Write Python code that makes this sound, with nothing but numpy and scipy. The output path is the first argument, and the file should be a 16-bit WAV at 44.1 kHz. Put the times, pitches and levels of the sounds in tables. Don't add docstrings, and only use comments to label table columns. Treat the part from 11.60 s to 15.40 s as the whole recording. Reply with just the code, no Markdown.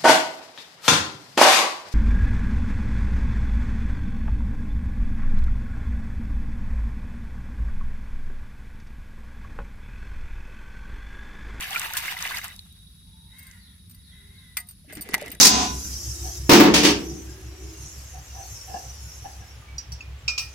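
import sys
import numpy as np
from scipy import signal
from scipy.fft import rfft, irfft, next_fast_len
from scipy.io import wavfile
from scipy.ndimage import uniform_filter1d, map_coordinates

SR = 44100
rng = np.random.default_rng(int(sys.argv[2]) if len(sys.argv) > 2 else 0)


def file_out(sig):
    cols = np.atleast_2d(sig).T
    lim = np.clip(cols, -1, 1)
    pcm = np.round(lim * 32767).astype(np.int16)
    wavfile.write(sys.argv[1], SR, pcm)


def gain_from_db(level_db):
    decades = np.asarray(level_db, float) / 20
    return 10 ** decades


N = 167580


def unit(x):
    return x / np.sqrt(np.mean(x ** 2) + 1e-20)


def along(points, hz):
    f, v = np.transpose(points)
    return np.interp(np.log(hz + 1), np.log(f + 1), v)


def strength(rows):
    s, db = np.transpose(rows)
    return np.interp(np.arange(N) / SR, s, db, left=-120, right=-120)


def wobble(rate_hz):
    knots = rng.standard_normal(int(N * rate_hz / SR) + 4)
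    return map_coordinates(knots, [np.arange(N) * rate_hz / SR])


def filtered(x, response):
    m = next_fast_len(N + 8192)
    return irfft(rfft(x, m) * response(np.fft.rfftfreq(m, 1 / SR)), m)[..., :N]


def highpass(x, corner_hz):
    return filtered(x, lambda hz: 1 / (1 + (corner_hz / (hz + 1)) ** 4))


# (frequency [Hz], correlation [0-1])
ALIKE = [(60, 0.98), (300, 0.88), (1000, 0), (4000, 0.026)]


def rush(gain, patchy_db):
    z = signal.stft(rng.standard_normal((2, N)), nperseg=256)[2]
    field = uniform_filter1d(rng.standard_normal(z.shape[1:]), size=5, axis=0)
    field = uniform_filter1d(field, size=4, axis=1)
    pair = signal.istft(z * gain_from_db(patchy_db * unit(field)), nperseg=256)[1][:, :N]

    def mid_side_gain(hz):
        turn = np.arccos(np.clip(along(ALIKE, hz), 0, 1)) / 2
        return gain(hz) * [np.cos(turn), np.sin(turn)]

    mid, side = filtered(pair, mid_side_gain)
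    return unit(np.array([mid + side, mid - side]))


def grains(s, db, hz, cycles, rise, spread, size, onset=30):
    t = np.arange(size) / SR
    u = t * (hz / cycles)[:, None]
    envelope = gain_from_db(db)[:, None] * np.exp(-3 * u) * (1 - np.exp(-onset * u))
    wave = envelope * np.sin(2 * np.pi * hz[:, None] * t * (1 + rise * np.minimum(u, 2)))
    place = spread * rng.standard_normal((len(s), 2))
    out = []
    for side in (1, -1):
        start = np.round(s * SR + side * (-2 + 3 * place[:, 0])).astype(int).clip(0)
        at = start[:, None] + np.arange(size)
        panned = wave * gain_from_db(2 * side * place[:, 1:])
        out.append(np.bincount(at.ravel(), panned.ravel(), N + size + 99)[:N])
    return np.array(out)


def swarm(level_db, span_s, count, hz, octaves, cycles, scatter_db, size):
    u, g = rng.random((count, 2)), rng.standard_normal((count, 2))
    s = np.interp(u[:, 0], (0, 1), span_s)
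    db = level_db[(s * SR).astype(int).clip(0, N - 1)] - scatter_db * np.log(1.03 - u[:, 1])
    pitch_hz = (hz * 2 ** (octaves * g[:, 0])).clip(150, 16000)
    return grains(s, db, pitch_hz, cycles * np.exp(0.29 * g[:, 1]), 0.091, 0.93, size)


def ringing(events, modes, detune, crack_db, crack_s, chatter):
    snap_db, snap_s = 6.5, 0.0047
    out, t = np.zeros((2, N + SR)), np.arange(SR // 6) / SR
    f, level, t60 = np.transpose(modes)[:, :, None]
    attack = 1 - np.exp(-t / 0.00079)
    for s, db, ring_db, damping in events:
        g = rng.standard_normal((4, len(modes), 1))
        rub = uniform_filter1d(rng.standard_normal((len(modes), len(t))), size=50, axis=1)
        rough = 1 + chatter * unit(rub)
        for side in (0, 1):
            decay = gain_from_db(level + 2 * g[0] + 2 * g[2 + side] - 60 * damping * t / t60)
            tone = np.sin(2 * np.pi * f * (1 + detune * g[1]) * t + side * g[3])
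            ring = (rough * decay * tone).sum(0)
            crack = gain_from_db(crack_db - 60 * damping * t / crack_s) + gain_from_db(crack_db + snap_db - 60 * t / snap_s)
            crack = crack * rng.standard_normal(len(t))
            out[side, round(s * SR):][:len(t)] += gain_from_db(db) * (gain_from_db(ring_db - 9.5) * ring + crack) * attack
    return highpass(out[:, :N], 900)


def echoes(x, t60):
    t = np.arange(SR // 2) / SR
    tail = rng.standard_normal((2, len(t))) * gain_from_db(-60 * t / t60)
    return signal.fftconvolve(np.atleast_2d(x), tail / np.linalg.norm(tail[0]), axes=1)[:, :N]


# (frequency [Hz], density [dB per Hz])
RUMBLE = [(28, -21), (48, 0.5), (90, -1), (125, -11.5), (175, -4.5), (300, -25.5), (600, -42.5)]
# (frequency [Hz], density [dB per Hz])
AIR = [(500, -23.5), (1500, -14.5), (2650, -16), (4600, -8.5), (6500, -17), (8400, -22), (12300, -17),
       (14300, -16.5)]


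def air():
    rumble = rush(lambda hz: gain_from_db(along(RUMBLE, hz)) * (hz < 600), patchy_db=1.33)
    hiss = rush(lambda hz: gain_from_db(along(AIR, hz)) * (hz > 500), patchy_db=1.7)
    return gain_from_db(-51 + 0.75 * wobble(0.68)) * rumble + gain_from_db(-61.5) * hiss


# (center [Hz], width [Hz], level [dB], flutter [dB])
INSECTS = [
    (3811, 80, -60, 2),
    (3400, 50, -71, 2),
    (10270, 970, -60, 0.3),
    (5560, 500, -80.5, .5),
]
# (time [s], level [dB])
CHORUS = [(0, 8.5), (1.9, 0), (2.3, -6), (2.8, 3.5), (3.0, -5), (3.3, -15), (3.8, 3)]


def insects():
    out = np.zeros((2, N))
    for k, (center_hz, width_hz, db, flutter_db) in enumerate(INSECTS):
        level_db = db + (k < 2) * strength(CHORUS)
        level_db = level_db + flutter_db * wobble(45) + 0.67 * flutter_db * wobble(4.66)
        band = rush(lambda hz: np.exp(-((hz - center_hz) / width_hz) ** 2), patchy_db=0.5)
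        out += gain_from_db(level_db) * band
    return out


# (time [s], level [dB])
FLOW = [
    (0, -40),
    (.3, -39.5),
    (.76, -38),
    (.81, -43.5),
    (.87, -42),
    (.92, -46),
    (.97, -55),
    (1.15, -60.5),
    (1.6, -70),
]
# (frequency [Hz], density [dB per Hz])
SPRAY = [(450, -22.5), (900, -8), (2000, -8), (3500, -6.5), (8000, -16.5), (14500, -11), (16000, -7)]


def pour():
    flow = strength(FLOW) + 1.7 * wobble(30.7)
    deep = flow + 0.45 * (flow - flow[0])
    spray = rush(lambda hz: gain_from_db(along(SPRAY, hz)) * (hz > 400), patchy_db=3)
    spray = gain_from_db(deep + 2.5 + 1.6 * wobble(60.2)) * spray
    bubbles = swarm(deep, (0, 0.95), count=1500, hz=2223, octaves=0.435, cycles=8.8, scatter_db=3.5, size=700)
    fizz = swarm(flow - 7.5, (0, 1.6), count=5000, hz=7000, octaves=0.8, cycles=4, scatter_db=2.5, size=120)
    spatter = swarm(flow + 6, (0, 1.6), count=700, hz=9500, octaves=0.58, cycles=4.8, scatter_db=3.5, size=60)
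    return spray + bubbles + fizz + spatter


# (time [s], peak [dB])
SPATS = [(0.0074, -18), (0.1071, -17.5), (0.179, -21), (0.196, -14.5), (0.2157, -19), (0.336, -15.5),
         (0.403, -23), (0.4343, -38), (0.4538, -31), (0.5136, -25), (0.589, -22), (0.6069, -21),
         (0.624, -18), (0.675, -24.5), (0.747, -23), (0.784, -16), (0.8035, -34), (0.843, -15.5),
         (0.8805, -22), (0.9626, -27), (0.991, -32.5), (1.1248, -36.5), (1.9124, -34), (3.3794, -37),
         (3.4958, -37), (3.5147, -47), (3.61, -35.5), (3.615, -27), (3.6256, -29), (3.6603, -25),
         (3.681, -31), (3.6958, -37), (3.7004, -29), (3.7034, -28), (3.749, -30.5)]


def drops():
    s, db = np.repeat(SPATS, 7, axis=0).T
    g = rng.standard_normal((len(s), 3))
    burst_s = 0.0012
    hz = (8500 * 2 ** (0.5 * g[:, 2])).clip(2500, 16000)
    ticks = grains(s + burst_s * abs(g[:, 0]), db - 2.5 + 3.0 * g[:, 1], hz, 4.1, 0.051, 0.36, size=100)
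    return highpass(ticks, 2500)


# (time [s], peak [dB], pitch [Hz])
GURGLES = [(0.059, -44, 770), (0.108, -31.5, 768), (0.163, -45, 817), (0.184, -36, 1025),
           (0.231, -30.5, 920), (0.274, -38, 910), (0.306, -32, 870), (0.367, -28.5, 986),
           (0.403, -38, 895), (0.442, -46, 902), (0.495, -46, 820), (0.537, -39, 738), (0.563, -33.5, 950),
           (0.629, -34.5, 920), (0.74, -31.5, 960), (0.855, -48, 906)]


def gurgles():
    s, db, hz = np.transpose(GURGLES)
    return grains(s, db + 1, hz, 20, 0.027, 0.1, size=2000, onset=7)


# (time [s], peak [dB], pitch [Hz])
BUBBLES = [(0.147, -28, 1540), (0.16, -10, 2360), (0.151, -23, 1380), (0.173, -24.5, 1490),
           (0.165, -19, 1370), (0.375, -21, 3320), (0.481, -16.5, 2120), (0.568, -21, 1995),
           (0.624, -26, 1830), (0.673, -21.5, 2940), (0.719, -22, 1540), (0.744, -20.5, 2130),
           (0.771, -14, 4650), (0.992, -23.5, 4040), (0.13, -18.5, 3280), (.217, -26.5, 1480),
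           (.34, -23, 1440), (.353, -23.5, 1680), (.421, -35, 2070), (.652, -18, 2030), (.815, -26.5, 2060),
           (.886, -31.5, 2000), (.908, -36, 1950)]


def large_bubbles():
    s, db, hz = np.transpose(BUBBLES)
    return grains(s, db - 2.5, hz, 22, 0.021, 0.11, size=1500)


# (time [s], peak [dB], ring over crack [dB], damping [x])
KNOCKS = [
    (.369, -16, -32, 0.37),
    (2.9695, -17.5, -3.5, 0.84),
    (3.5355, -25, 6.5, 1.1),
    (3.5417, -7, 3, 3.26),
    (3.5475, -9.5, -11, 5.4),
]
# (time [s], peak [dB])
TAPS = [(3.3247, -34), (3.3706, -32.5), (3.458, -47), (3.4888, -31), (3.5795, -32.5), (3.613, -31),
        (3.661, -34.5), (3.68, -33), (3.7152, -34.5), (3.7507, -38)]
# (frequency [Hz], level [dB], t60 [s])
BASIN = [(706, -18, 0.29), (919, -19, 0.21), (1233, -20.5, 0.27), (1540, -6.5, 0.069), (1938, -1.5, 0.11),
         (2052, -1.5, 0.11), (2365, -1.5, 0.039), (4330, -13, 0.098)]


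def basin():
    taps = [(s, db, 0, 1.9) for s, db in TAPS]
    return ringing(KNOCKS + taps, BASIN, 0.0072, crack_db=-2.5, crack_s=0.036, chatter=0.4)


# (time [s], length [s], level [dB], first pitch [Hz], last pitch [Hz])
WHISTLES = [
    (1.981, .131, -67, 5010, 3410),
    (2.421, .131, -68, 4900, 3310),
    (2.741, .121, -69, 4610, 3410),
    (1.441, .331, -77, 898, 898),
    (2.551, .201, -77, 391, 394),
]


def small_bird():
    out = np.zeros(N)
    for s, length_s, db, first_hz, last_hz in WHISTLES:
        u = np.linspace(0, 1, round(length_s * SR))
        hz = last_hz + (first_hz - last_hz) * abs(1 - u) ** 1.8
        phase = 2 * np.pi * np.cumsum(hz * (1 + 0.037 * wobble(302)[:len(u)])) / SR
        out[round(s * SR):][:len(u)] += gain_from_db(db + 13) * abs(np.sin(np.pi * u)) ** 0.5 * np.sin(phase)
    return out


# (time [s], length [s], level [dB], top pitch [Hz])
CAWS = [
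    (1.674, .33, -56, 538),
    (1.998, 0.18, -66.5, 489.5),
    (2.289, 0.17, -72.5, 507),
    (2.446, 0.23, -62, 517),
    (2.594, 0.39, -62.5, 537.8),
]
# (frequency [Hz], gain [dB])
BEAK = [(500, -22.5), (800, -10), (1100, -12.5), (1600, -6), (2050, 5), (2500, -14), (2800, -11),
        (3300, -14)]


def crow():
    arch, rasp = 0.17, 0.42
    caw = np.zeros(N)
    for s, length_s, db, top_hz in CAWS:
        u = np.linspace(0, 1, round(length_s * SR))
        hz = top_hz * (1 - arch * abs(2 * u ** 0.8 - 1) ** 1.4)
        phase = 2 * np.pi * np.cumsum(hz * (1 + 0.01206 * wobble(25)[:len(u)])) / SR
        pulses = sum(np.cos(k * phase) for k in range(1, 7))
        voice = pulses + rasp * 9 * rng.standard_normal(len(u))
        caw[round(s * SR):][:len(u)] += gain_from_db(db) * abs(np.sin(np.pi * u)) ** 0.59 * voice
    return filtered(caw, lambda hz: gain_from_db(along(BEAK, hz)))


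def birds():
    far = small_bird() + crow()
    return gain_from_db(-8.5) * far + echoes(far, t60=0.43)


# (time [s], peak [dB])
CLINKS = [(1.7844, -39.5), (1.7908, -33.5), (1.8294, -39), (1.8677, -38), (2.296, -38), (2.3101, -36),
          (2.3462, -39.5), (2.9692, -16), (2.9845, -24.5), (3, -25.5), (3.0696, -41), (3.0869, -29),
          (3.0976, -39), (3.1089, -33), (3.327, -41), (3.3307, -29), (3.351, -27), (3.4096, -22),
          (3.4188, -22.5), (3.717, -25)]
# (frequency [Hz], level [dB], t60 [s])
GLASS = [(4680, -11, .045), (8700, -5, .055), (9050, -4, .055), (13600, -3, .045), (13900, -2, .045),
         (14500, -3, .04)]


def bangles():
    contacts = [(s, db, 0, 1) for s, db in CLINKS]
    return ringing(contacts, GLASS, 0.0132, crack_db=-19.5, crack_s=0.11, chatter=0.71)


# (time [s], level [dB])
STIR = [
    (3.2, -86),
    (3.33, -48.5),
    (3.45, -46.5),
    (3.55, -40),
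    (3.7, -44.5),
    (3.8, -63),
]
# (frequency [Hz], density [dB per Hz])
SLOSH = [(40, -5), (300, 1.5), (1100, -12), (2000, 6.5), (4000, -8), (15000, -28)]


def stir():
    push = strength(STIR) + 3.1 * wobble(25.36)
    slosh = rush(lambda hz: gain_from_db(along(SLOSH, hz)) * (hz > 35), patchy_db=3)
    slosh = gain_from_db(push - 4.5 + 4.7 * wobble(40)) * slosh
    swell = swarm(push - 4, (3.24, 3.8), count=160, hz=434, octaves=0.46, cycles=6.7, scatter_db=2, size=1800)
    small = swarm(push - 6, (3.3, 3.8), count=260, hz=1840, octaves=0.68, cycles=4.1, scatter_db=2, size=700)
    fizz = swarm(push - 3, (3.3, 3.8), count=120, hz=6960, octaves=0.73, cycles=9.3, scatter_db=3.5, size=100)
    return slosh + swell + small + fizz


# (time [s], peak [dB], pitch [Hz])
GULPS = [(3.246, -50, 575), (3.278, -42, 276), (3.327, -33, 585), (3.37, -30, 284), (3.49, -31.5, 398),
         (3.58, -29.5, 810), (3.62, -20.5, 558), (3.633, -30.5, 423), (3.68, -31.5, 1950)]


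def gulps():
    s, db, hz = np.transpose(GULPS)
    return grains(s, db - 3.5, hz, 14, 0.058, 0.27, size=2600)


# (time [s], peak [dB], pitch [Hz])
THUDS = [(3.331, -40, 487), (3.371, -28, 236), (3.4, -33, 200), (3.494, -30, 314), (3.502, -42, 346),
         (3.537, -28, 200), (3.542, -13, 1120), (3.546, -17, 1450), (3.491, -28, 1310), (3.666, -38, 303),
         (3.742, -38, 180)]


def thuds():
    s, db, hz = np.transpose(THUDS)
    return grains(s, db, hz, 2.37, 0, 0.088, size=2000)


def scene():
    far = air() + insects()
    water = pour() + drops() + gurgles() + large_bubbles()
    near = water + basin() + bangles() + stir() + gulps() + thuds()
    return near + gain_from_db(-6.5) * echoes(near.mean(0), t60=0.035) + birds() + far


def top_cut(x):
    return signal.sosfilt(signal.butter(12, 16800, fs=SR, output="sos"), x)


def record(dry):
    mix = filtered(dry, lambda hz: 1 / (1 + (hz / 15240) ** 60))
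    return top_cut(mix)


dry = scene()
out = record(dry)
file_out(out)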